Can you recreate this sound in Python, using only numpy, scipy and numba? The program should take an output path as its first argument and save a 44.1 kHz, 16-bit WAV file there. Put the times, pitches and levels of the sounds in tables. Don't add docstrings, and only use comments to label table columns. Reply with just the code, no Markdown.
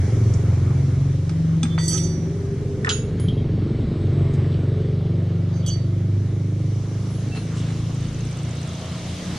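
import sys
import numpy as np
from scipy import signal
from scipy.fft import rfft, irfft, next_fast_len
from scipy.io import wavfile
from scipy.ndimage import uniform_filter1d, map_coordinates
from numba import njit

SR = 44100
rng = np.random.default_rng(int(sys.argv[2]) if len(sys.argv) > 2 else 0)


def master_out(mix):
    frames = np.transpose(np.atleast_2d(mix))
    ceiling = np.clip(frames, -1, 1)
    pcm = np.round(ceiling * 32767).astype(np.int16)
    wavfile.write(sys.argv[1], SR, pcm)


N = 413658

# f/Hz, level/dB, t60/s, left minus right/dB
LEVER_MODES = [(1945, -3, .5, 0), (3160, -3, .12, -3), (3483, -1, .24, -2.5), (4601, 2.5, .24, -4),
               (5885, -6, .75, -8), (6257, 2, .25, -15), (8051, 3, .19, 0), (8856, -14, .5, -4),
               (9303, -16, .39, 4), (9820, -15, .3, -8), (10104, -10, .42, -8), (11900, -17, .4, -8),
               (12250, -18, .35, -8), (13900, -12, .35, -10), (14320, -14, .35, -6)]
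# t/s, ring/dB, band centre/Hz, spread/octaves, scuff/dB
LEVER_BLOWS = [(1.781, -35.5, 2000, .3, -55), (1.786, -33, 3900, .45, -56), (1.857, -43, 7000, .7, -41),
               (1.880, -22.5, 7900, .36, -33), (1.884, -24.5, 4600, .22, -41), (1.931, -25, 6200, .12, -40),
               (1.966, -33, 9300, .12, -44), (1.978, -39, 4600, .9, -31), (2.000, -45, 6500, .4, -37),
               (2.036, -34, 6400, .1, -50), (3.199, -28, 9820, .02, -58)]
# t/s, length/s, ring/dB, band centre/Hz, spread/octaves, scuff/dB
LEVER_SCRAPES = [(1.675, .07, -42.5, 3520, .14, -60), (1.775, .09, -45, 6000, .6, -51),
                 (1.87, .1, -42, 6050, .2, -42), (1.87, .12, -41, 3100, .12, -46),
                 (2.0, .135, -47, 5000, .45, -51), (6.96, .3, -49, 10200, .1, -72)]


def lever():
    return struck(LEVER_MODES, LEVER_BLOWS + chatter(LEVER_SCRAPES), scuff_t60=.21,
                  waver_db=2.3, drift_rad=.35, scuff_lean_db=-4, port_rad=.35)


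HELD_MODES = [(2915, -6, .09, -2), (3112, -2, .11, -2), (3365, 2, .14, -3), (4590, 2, .2, -3),
              (5930, -7, .2, -10), (6270, 0, .2, -12), (8080, 1, .2, -3), (8856, -12, .16, -10),
              (9303, -13, .16, 4), (9750, -14, .16, -8), (10200, -13, .16, -14), (12250, -14, .16, -8)]
HELD_BLOWS = [(5.663, -36.5, 6000, .9, -35), (5.678, -46, 6000, .7, -41)]
HELD_SCRAPES = [(5.505, .09, -53, 5200, .3, -56), (5.61, .055, -52, 3350, .15, -59),
                (5.66, .055, -41, 3080, .12, -46), (5.685, .04, -42, 4560, .1, -52),
                (5.665, .06, -41, 6200, .14, -44)]
# t/s, bend/percent
HELD_BEND = [(5.52, 1.9), (5.59, 1.1), (5.65, -0.22), (5.70, -0.62), (5.76, -0.7)]


def held_lever():
    return struck(HELD_MODES, HELD_BLOWS + chatter(HELD_SCRAPES), scuff_t60=.12, waver_db=3.5,
                  drift_rad=1.3, scuff_lean_db=-5, port_rad=.75, bend_percent=curves(HELD_BEND)[0])


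DISC_MODES = [(2680, -1.5, .3, -1), (2980, 0, .14, -4), (3200, 1, .2, -2), (3345, -6, .15, -4),
              (3521, -13, .3, 0), (3815, -3, .27, 4), (4204, -7, .18, 0), (4689, -7, .3, 2),
              (5033, -4, .2, -2), (5523, -4, .14, -8), (6056, -13, .2, -9), (6693, 1, .25, -24),
              (9670, -4, .3, -14), (10390, -7, .25, -12), (14340, -6, .25, -3)]
DISC_BLOWS = [(2.8918, -28, 4600, .6, -19.5), (2.897, -30.5, 3120, 0.27, -20.5),
              (3.284, -33.5, 3310, 0.095, -42), (3.377, -42, 3330, 0.06, -44)]
DISC_SCRAPES = [(2.895, .045, -37, 7400, .27, -54), (3.17, .08, -55, 3130, .05, -60),
                (3.16, .08, -60, 6693, .1, -66), (7.305, .05, -44.5, 2690, .05, -64),
                (7.35, .035, -43, 4204, .04, -54), (7.33, .09, -56, 9300, .35, -62),
                (7.555, .085, -59, 3200, .22, -44)]


def brake_disc():
    return struck(DISC_MODES, DISC_BLOWS + chatter(DISC_SCRAPES), scuff_t60=.2,
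                  waver_db=2.2, drift_rad=.7, scuff_lean_db=-3, port_rad=-.48)


RIM_MODES = [(813, 11, 0.081, 2), (1283, 10.5, 0.1, -5), (1600, 3, 0.075, -4.5), (1830, -10.5, 0.042, -8),
             (2440, -3.5, 0.045, 0.5), (3490, 3, 0.035, 0), (5060, 4.5, 0.025, -10), (6160, 2, 0.029, -28),
             (8260, -3.5, 0.051, -12), (9700, -8.5, .04, -10)]
RIM_BLOWS = [(0.338, -65.5, 6450, 0.28, -36), (0.706, -60, 1200, 0.78, -43), (1.294, -49.5, 2370, 1.6, -36),
             (1.631, -25.5, 4600, 1.04, -29), (1.653, -65, 1590, 0.57, -33.5),
             (1.779, -65, 1290, 0.79, -23.5), (2.847, -47, 4970, 0.8, -38), (2.862, -45, 6000, 1, -44),
             (3.198, -59, 4000, 2.1, -42.5), (3.285, -60, 3500, 0.63, -42)]
RIM_SCRAPES = [(1.88, .12, -55, 1500, .8, -43), (2.848, .075, -54, 1400, .55, -36),
               (7.34, .055, -64, 1700, 1.3, -40), (7.65, .08, -64, 1400, .98, -45)]


def rim():
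    return struck(RIM_MODES, RIM_BLOWS + chatter(RIM_SCRAPES), scuff_t60=.16,
                  waver_db=4, drift_rad=.72, scuff_lean_db=-3.5, port_rad=.9)


HUB_MODES = [(803, 0, .07, 0), (1050, -3, .05, 0), (1406, -4, .029, 0), (1490, -3, .076, 0),
             (1757, 4.5, .045, .6), (1890, -1, .04, 0)]
HUB_BLOWS = [(2.847, -21, 1910, 0.36, -39), (2.8707, -25, 1770, 0.64, -23), (2.879, -31, 1180, 0.46, -18),
             (2.903, -30, 1180, 0.41, -30), (2.915, -23.5, 1430, 0.1, -28.5)]


def hub():
    return struck(HUB_MODES, HUB_BLOWS, scuff_t60=.062,
                  waver_db=3, drift_rad=.81, scuff_lean_db=1.5, port_rad=2)


def struck(modes, hits, scuff_t60, waver_db, drift_rad, scuff_lean_db, port_rad, bend_percent=0):
    starts, ring_db, centre_hz, spread, _ = np.transpose(hits)
    onsets = np.round(starts * SR).astype(int)
    ports = np.array([[.5], [-.5]]) * port_rad
    t, out = np.arange(N) / SR, np.zeros((2, N))
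    bent_time = t + np.cumsum(bend_percent * np.ones(N)) / (100 * SR)
    for hz, db, t60, lean_db in modes:
        fed = np.bincount(onsets, (amp(ring_db + db) * band(hz, centre_hz, spread)) ** 2, N)
        energy = signal.lfilter([1], [1, -amp(-120 / (t60 * SR))], fed + 1e-20)
        live = np.flatnonzero(energy > 1e-11)
        envelope = uniform_filter1d(np.sqrt(energy), size=64)[live]
        phase = 2 * np.pi * hz * bent_time[live] + drift_rad * wobble(70, live)
        waver = amp(waver_db * wobble(45, live))
        out[:, live] += envelope * waver * np.sin(phase + ports) * panned(lean_db)
    age, lead_samples = t[:SR // 5], 64
    for start, _, centre, octaves, db in hits:
        noise = rng.standard_normal(len(age)) + .25 * rng.standard_normal((2, len(age)))
        fade = amp(-60 * age / .027) + .25 * amp(-60 * age / scuff_t60)
        burst = np.pad(noise * fade, ((0, 0), (lead_samples, 0)))
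        rolloff = lambda hz: lowpass(hz, 9800, 14) / np.sqrt(1 + hz / centre)
        colour = lambda hz: np.exp(1j * ports) * band(hz, centre, octaves) * rolloff(hz)
        scuff = filtered(burst, colour) / filtered(noise, colour).std()
        add(out, start - lead_samples / SR, amp(db) * scuff * panned(scuff_lean_db))
    return out


def chatter(slides, scatter_db=3.2, count=13):
    contacts = []
    for start, length, ring_db, hz, spread, scuff_db in slides:
        progress = (np.arange(count) + rng.random(count)) / count
        swell_db = 20 * np.log10(np.sin(np.pi * progress) + 1e-6)
        sizes_db = swell_db + scatter_db * rng.standard_normal(count)
        for when, db in zip(start + length * progress, sizes_db):
            contacts.append((when, ring_db + db, hz, spread, scuff_db + db))
    return contacts


# t/s, level/dB, f/Hz
TIRE_BUMPS = [(1.634, -15.5, 233), (3.285, -24, 212)]


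def tire_thuds(t60=.17, attack_s=.0019):
    out, t = np.zeros(N), np.arange(SR // 4) / SR
    for start, db, hz in TIRE_BUMPS:
        envelope = amp(db - 60 * t / t60) * (1 - np.exp(-t / attack_s))
        add(out, start, envelope * np.sin(2 * np.pi * hz * t))
    return out


# middle t/s, half length/s, band centre/Hz, spread/octaves, level/dB
RUB_STROKES = [(4.343, 0.013, 7000, 0.59, -55), (4.433, .04, 1900, .6, -51), (4.533, .028, 3280, 0.35, -49),
               (7.541, 0.02, 1290, 0.39, -44), (7.583, 0.027, 5500, 0.78, -45.5),
               (7.696, 0.072, 1990, 1.34, -47.5)]


def rubs(grain_db=3):
    out, t = np.zeros(N), np.arange(-SR // 4, SR // 4) / SR
    for middle, half, centre, spread, db in RUB_STROKES:
        noise = rng.standard_normal(len(t))
        grain = amp(grain_db * unit(uniform_filter1d(rng.standard_normal(len(t)), size=128)))
        friction = filtered(noise * grain, lambda hz: band(hz, centre, spread) * lowpass(hz, 9500, 14))
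        add(out, middle + t[0], amp(db) * bell(t, half) * unit(friction))
    return out


# t/s, firing rate/Hz
FIRING_RATE = [(0.0, 22.28), (0.4, 22.32), (1.2, 23.11), (2.4, 23.31), (2.9, 23.64), (4.0, 23.78),
               (4.55, 23.56), (5.5, 24.15), (7.25, 26.14), (8.55, 28.89), (8.9, 28.97), (9.38, 30.14)]


def engine():
    speed, = curves(FIRING_RATE)
    cycles = np.cumsum(speed) / SR
    boom = silencer_boom(cycles, speed)
    barks = exhaust_barks(cycles, speed)
    barks = reflected(.69 * barks + .43 * yard(barks[None])[0])
    side = yard((amp(-30) * boom + amp(-22) * barks)[None])[0]
    return (amp(-2) * boom + barks) * panned(-.18) + np.array([side, -side])


# t/s, relative level/dB, centre of a lifted band/Hz, lift/dB
BOOM_COURSE = [(0, -31, 96.3, 14.5), (.45, -23, 124.5, 2.5), (.9, -27, 136.6, 11), (1.5, -30.5, 162.6, 19),
               (2.1, -29.5, 168, 15), (2.8, -35, 139.4, 7.5), (3.25, -28.5, 161, 11.5),
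               (3.7, -29, 154.5, 7), (4.35, -26, 144, 7), (5.2, -25.5, 162.6, 9.5), (6.2, -24, 185, 1),
               (7.1, -27.5, 184, 2.5), (7.7, -28, 152, 9.5), (8.6, -32, 158, 12.5), (9.38, -39.5, 178, 15)]
# f/Hz, gain/dB
SILENCER_RESPONSE = [(45, -20.5), (68, -30.5), (90, 4.5), (115, 2), (165, -6.5), (185, -10), (215, -36)]


def silencer_boom(cycles, speed, lag_cycles=.1793, waver_db=1.5, lift_width_hz=10.5, dispersion_rad=.49):
    level_db, lift_hz, lift_db = curves(BOOM_COURSE)
    boom = np.zeros(N)
    for order in range(2, 9):
        hz = order * speed
        db = level_db + along(SILENCER_RESPONSE, hz) + lift_db * bell(hz - lift_hz, lift_width_hz)
        phase = 2 * np.pi * order * (cycles - lag_cycles) + dispersion_rad * (order - 4) * (order - 5)
        boom += np.sqrt(2) * amp(db + waver_db * wobble(14)) * np.cos(phase)
    return boom


# t/s, relative level/dB, strongest band/Hz
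BARK_COURSE = [(0, -32, 377), (1.4, -40, 351), (2.1, -40.5, 362), (2.9, -37.5, 398), (3.7, -31.5, 361.6),
               (4.9, -33.5, 377), (5.8, -39.5, 355), (7.3, -41, 393), (9.38, -54.5, 381)]
# f/Hz, width/Hz, gain/dB
SILENCER_MODES = [(194, 29, -0.5), (236.4, 61, -1), (279.4, 57.4, 1)]
PIPE_MODES = [(491, 28, 13.5), (566, 150, -16.5)]
JITTER_CYCLES = .005


def exhaust_barks(cycles, speed, lag_cycles=.76, chamber_width_hz=85.6, puff_db_per_hz=1.53):
    bark_db, bark_hz = curves(BARK_COURSE)
    valve = cycles - lag_cycles + JITTER_CYCLES * wobble(18)
    chamber = lambda x: gliding_resonance(x, bark_hz, chamber_width_hz, SR)
    bark = amp(bark_db) * firings(valve, lambda x: chamber(chamber(x)), rough=.33)
    puff_db = bark_db + .5 + puff_db_per_hz * (speed - speed[0])
    puff = amp(puff_db) * firings(valve, lambda x: resonate(x, SILENCER_MODES), rough=.3)
    overtone = amp(.33 * bark_db - 33.5) * firings(valve, lambda x: resonate(x, PIPE_MODES), rough=.81)
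    return puff + bark + overtone


def firings(cycles, body, rough):
    gush = rng.standard_normal(N) * np.exp(-(cycles % 1) / .3)
    ringing = unit(body(pulses(cycles, scatter_db=.8))) + rough * unit(body(gush))
    return unit(filtered(ringing, lambda hz: lowpass(hz, 700, 8) / (1 + (170 / (hz + 1)) ** 8)))


# t/s, delay/s
REFLECTION_DELAY = [(0.35, .0097), (1.1, 0.0074), (1.9, 0.0062), (2.7, 0.0076), (3.5, 0.0092),
                    (4.5, 0.0087), (5.9, 0.00892), (7.3, 0.0089), (8.4, 0.0088)]


def reflected(x, gain=.5):
    samples = np.arange(N)
    copy = np.interp(samples - curves(REFLECTION_DELAY)[0] * SR, samples, x)
    return (x + gain * copy) / np.hypot(1, gain)


# middle t/s, half length/s, f/Hz, glide/(Hz/s), level/dB
DRONE_SWELLS = [(2.1, .27, 366, 48, -36), (2.8, .33, 410, 48, -34.5), (4.26, .1, 672, -2, -47),
                (4.6, .4, 410, 25, -38.5), (4.95, .35, 520, 15, -46), (5.605, .45, 645, -1.5, -53),
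                (6.0, .35, 345, 20, -41), (9.0, .4, 636, -35, -48.5), (2.1, .25, 527, 35, -47)]


def drone(width_hz=42., rough=.7, wander_hz=5):
    t, out = np.arange(N) / SR, np.zeros(N)
    cycles = np.cumsum(curves(FIRING_RATE)[0]) / SR + JITTER_CYCLES * wobble(18)
    drive = unit(pulses(cycles, scatter_db=.5)) + rough * rng.standard_normal(N)
    wander = wander_hz * wobble(6)
    for middle, half, hz, glide, db in DRONE_SWELLS:
        ring = lambda x: gliding_resonance(x, hz + glide * (t - middle) + wander, width_hz, SR)
        out += amp(db) * bell(t - middle, half) * unit(ring(ring(drive)))
    return out


# f/Hz, relative density/dB
RUMBLE_BAND = [(15, -14.5), (30, -4.5), (44, 5), (65, 0), (100, -12), (200, -41.5), (500, -110)]
ROAR_BAND = [(20, -62), (45, -26.5), (80, 2.5), (115, 2.5), (200, -3), (310, -8.5), (450, -24.5),
             (900, -110)]
WASH_BAND = [(250, 4.5), (520, 3), (680, 2.5), (900, -2.5), (1250, -1.5), (1600, -5.5), (2300, -5),
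             (2800, -26), (3600, -61)]
RUSTLE_BAND = [(2000, -15.5), (2700, -1.5), (3100, -1), (3800, -1), (4400, -4.5), (5500, -10), (6300, -35)]
HISS_BAND = [(3700, -4.5), (4700, -1.5), (5600, 3.5), (6600, 2.5), (7400, -5.5), (9000, -49)]
SIZZLE_BAND = [(5500, -84), (7000, -19.5), (7600, -5.5), (8050, -1), (8450, -10), (8900, -27),
               (10500, -79.5)]
FIZZ_BAND = [(6000, -27), (7500, 1), (8200, -2), (10000, -2.5), (11200, -17.5), (12500, -14.5),
             (14500, -39), (16000, -62)]
# t/s, rumble/dB, roar/dB
LOW_LEVELS = [(0, -36, -28), (1.2, -40, -36), (2.0, -41, -29.5), (2.7, -39.5, -29.5), (3.5, -31.5, -24.5),
              (4.3, -36.5, -27), (5.4, -43.5, -42.5), (6.7, -43, -37), (7.5, -44, -33), (8.15, -39, -34),
              (8.8, -58, -35), (9.38, -42, -31.5)]
# t/s, wash/dB, rustle/dB, treble/dB
UPPER_LEVELS = [(0, -44, -57.5, -50.5), (0.6, -44, -58.5, -54), (1.2, -49.5, -59, -56.5),
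                (2.8, -49, -60, -57.5), (3.5, -48, -55.5, -64.5), (4.3, -45, -55, -63.5),
                (4.9, -48.5, -56, -63.5), (6.5, -51.5, -60.5, -58.5), (7.1, -47.5, -55, -52.5),
                (8.5, -45, -49.5, -51), (9.38, -42, -45.5, -44.5)]
# t/s, level/dB
SIZZLE_SWELL = [(3.2, -90), (3.7, -67), (4.55, -64), (5.3, -79), (6.2, -87)]


def street():
    wash_db, rustle_db, treble_db = curves(UPPER_LEVELS)
    rumble_db, roar_db = curves(LOW_LEVELS)
    rumble = amp(rumble_db) * rush(RUMBLE_BAND, patchy_db=1)
    roar = amp(roar_db) * rush(ROAR_BAND, patchy_db=1.2)
    sizzle = amp(curves(SIZZLE_SWELL)[0]) * rush(SIZZLE_BAND, patchy_db=2.2)
    wash = amp(wash_db + 4) * rush(WASH_BAND, patchy_db=1.5)
    rustle = amp(rustle_db + 3) * rush(RUSTLE_BAND, patchy_db=1.4)
    hiss = amp(treble_db + 2.5) * rush(HISS_BAND, patchy_db=1.4)
    fizz = amp(treble_db - 5) * rush(FIZZ_BAND, patchy_db=1.4)
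    return rumble + roar + sizzle + wash + rustle + hiss + fizz


# f/Hz, left-right correlation
STEREO_LIKENESS = [(30, 0.71), (70, 0.99), (130, 0.99), (290, 0.99), (640, 0.79), (1410, 0.43),
                   (3100, 0.85), (6820, 0.017), (15000, 0.02)]


def rush(spectrum, patchy_db):
    cells = signal.stft(rng.standard_normal((2, N)), nperseg=512)[2]
    patches = uniform_filter1d(rng.standard_normal(cells.shape[1:]), size=5, axis=0)
    patches = unit(uniform_filter1d(patches, size=14, axis=1))
    pair = signal.istft(cells * amp(patchy_db * patches), nperseg=512)[1][:, :N]
    angle = lambda hz: np.arccos(np.clip(along(STEREO_LIKENESS, hz), -1, 1)) / 2
    colour = lambda hz: amp(along(spectrum, hz)) * [np.cos(angle(hz)), np.sin(angle(hz))]
    mid, side = filtered(pair, colour)
    return unit(np.array([mid + side, mid - side]))


# t/s, relative level/dB
TICK_SWELL = [(7.6, -70.5), (7.95, -35), (8.3, -31.5), (8.65, -30), (9.38, -46)]


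def ticking(rate_hz=16.5, width_hz=900):
    cycles, out = np.arange(N) / SR * rate_hz, np.zeros((2, N))
    for lag_cycles, hz, gain in [(.12, 8250, 1), (.404, 6200, 1.35)]:
        bursts = rng.standard_normal((2, N)) * np.exp(-((cycles - lag_cycles) % 1) / .066)
        mode = [(hz, width_hz, 0)]
        out += gain * unit(resonate(resonate(bursts, mode), mode))
    return amp(curves(TICK_SWELL)[0] - 25) * out


# f/Hz, t60/s
YARD_DECAY = [(200, 0.32), (2000, 0.39), (10000, 0.38)]


def yard(x):
    hz, t, cells = signal.stft(rng.standard_normal((2, SR // 2)), SR, nperseg=256)
    decay = amp(-60 * t / along(YARD_DECAY, hz)[:, None]) * (t > .006)
    tail = signal.istft(cells * decay, SR, nperseg=256)[1]
    return signal.fftconvolve(x, tail / np.linalg.norm(tail[0]), axes=1)[:, :N]


def amp(db):
    return 10 ** (np.asarray(db) / 20)


def unit(x):
    return x / np.sqrt(np.mean(x ** 2) + 1e-20)


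def bell(offset, width):
    return np.exp(-.5 * (offset / width) ** 2)


def band(hz, centre, octaves):
    return bell(np.log2((hz + 1) / centre), octaves)


def lowpass(hz, corner, order):
    return 1 / (1 + (hz / corner) ** order)


def along(points, hz):
    knots_hz, values = np.transpose(points)
    return np.interp(np.log(hz + 1), np.log(knots_hz + 1), values)


def curves(rows):
    times, *columns = np.transpose(rows)
    return [np.interp(np.arange(N) / SR, times, column) for column in columns]


def wobble(rate, samples=np.arange(N)):
    return map_coordinates(rng.standard_normal(int(N * rate / SR) + 4), [samples * rate / SR])


def pulses(cycles, scatter_db):
    onsets = np.flatnonzero(np.diff(np.floor(cycles)) > 0)
    train = np.zeros(N)
    train[onsets] = amp(scatter_db * rng.standard_normal(len(onsets)))
    return train


def filtered(x, response):
    n = x.shape[-1]
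    padded = next_fast_len(n + 8192)
    return irfft(rfft(x, padded) * response(np.fft.rfftfreq(padded, 1 / SR)), padded)[..., :n]


def resonate(x, modes):
    return filtered(x, lambda f: sum(
        (-1) ** k * amp(db) * 1j * f * width / (hz * hz - f * f + 1j * f * width)
        for k, (hz, width, db) in enumerate(modes)))


@njit
def gliding_resonance(x, hz, width_hz, sr):
    out, state = np.zeros(len(x)), 0j
    for i in range(len(x)):
        state = state * np.exp((2j * hz[i] - width_hz) * np.pi / sr) + x[i]
        out[i] = state.real
    return out


def add(track, start_s, sound):
    part = track[..., round(start_s * SR):][..., :sound.shape[-1]]
    part += sound[..., :part.shape[-1]]


def panned(lean_db):
    gains = amp([[lean_db / 2], [-lean_db / 2]])
    return gains / gains.mean()


def scene():
    steel = lever() + held_lever() + brake_disc() + rim() + hub()
    wheel_work = steel + amp(-10) * yard(steel) + tire_thuds() + rubs()
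    return wheel_work + engine() + street() + drone() + ticking()


# t/s, side gain/dB
IMAGE_WIDTH = [(2.95, 0.5), (3.25, -11), (3.6, -34), (4.7, -54), (4.85, -20.5), (5.5, -0.5)]


def record(dry, top_hz=14900):
    mid = (dry[0] + dry[1]) / 2
    side = (dry[0] - dry[1]) / 2 * amp(curves(IMAGE_WIDTH)[0])
    return filtered(np.array([mid + side, mid - side]), lambda hz: hz < top_hz)


dry = scene()
out = record(dry)
master_out(out)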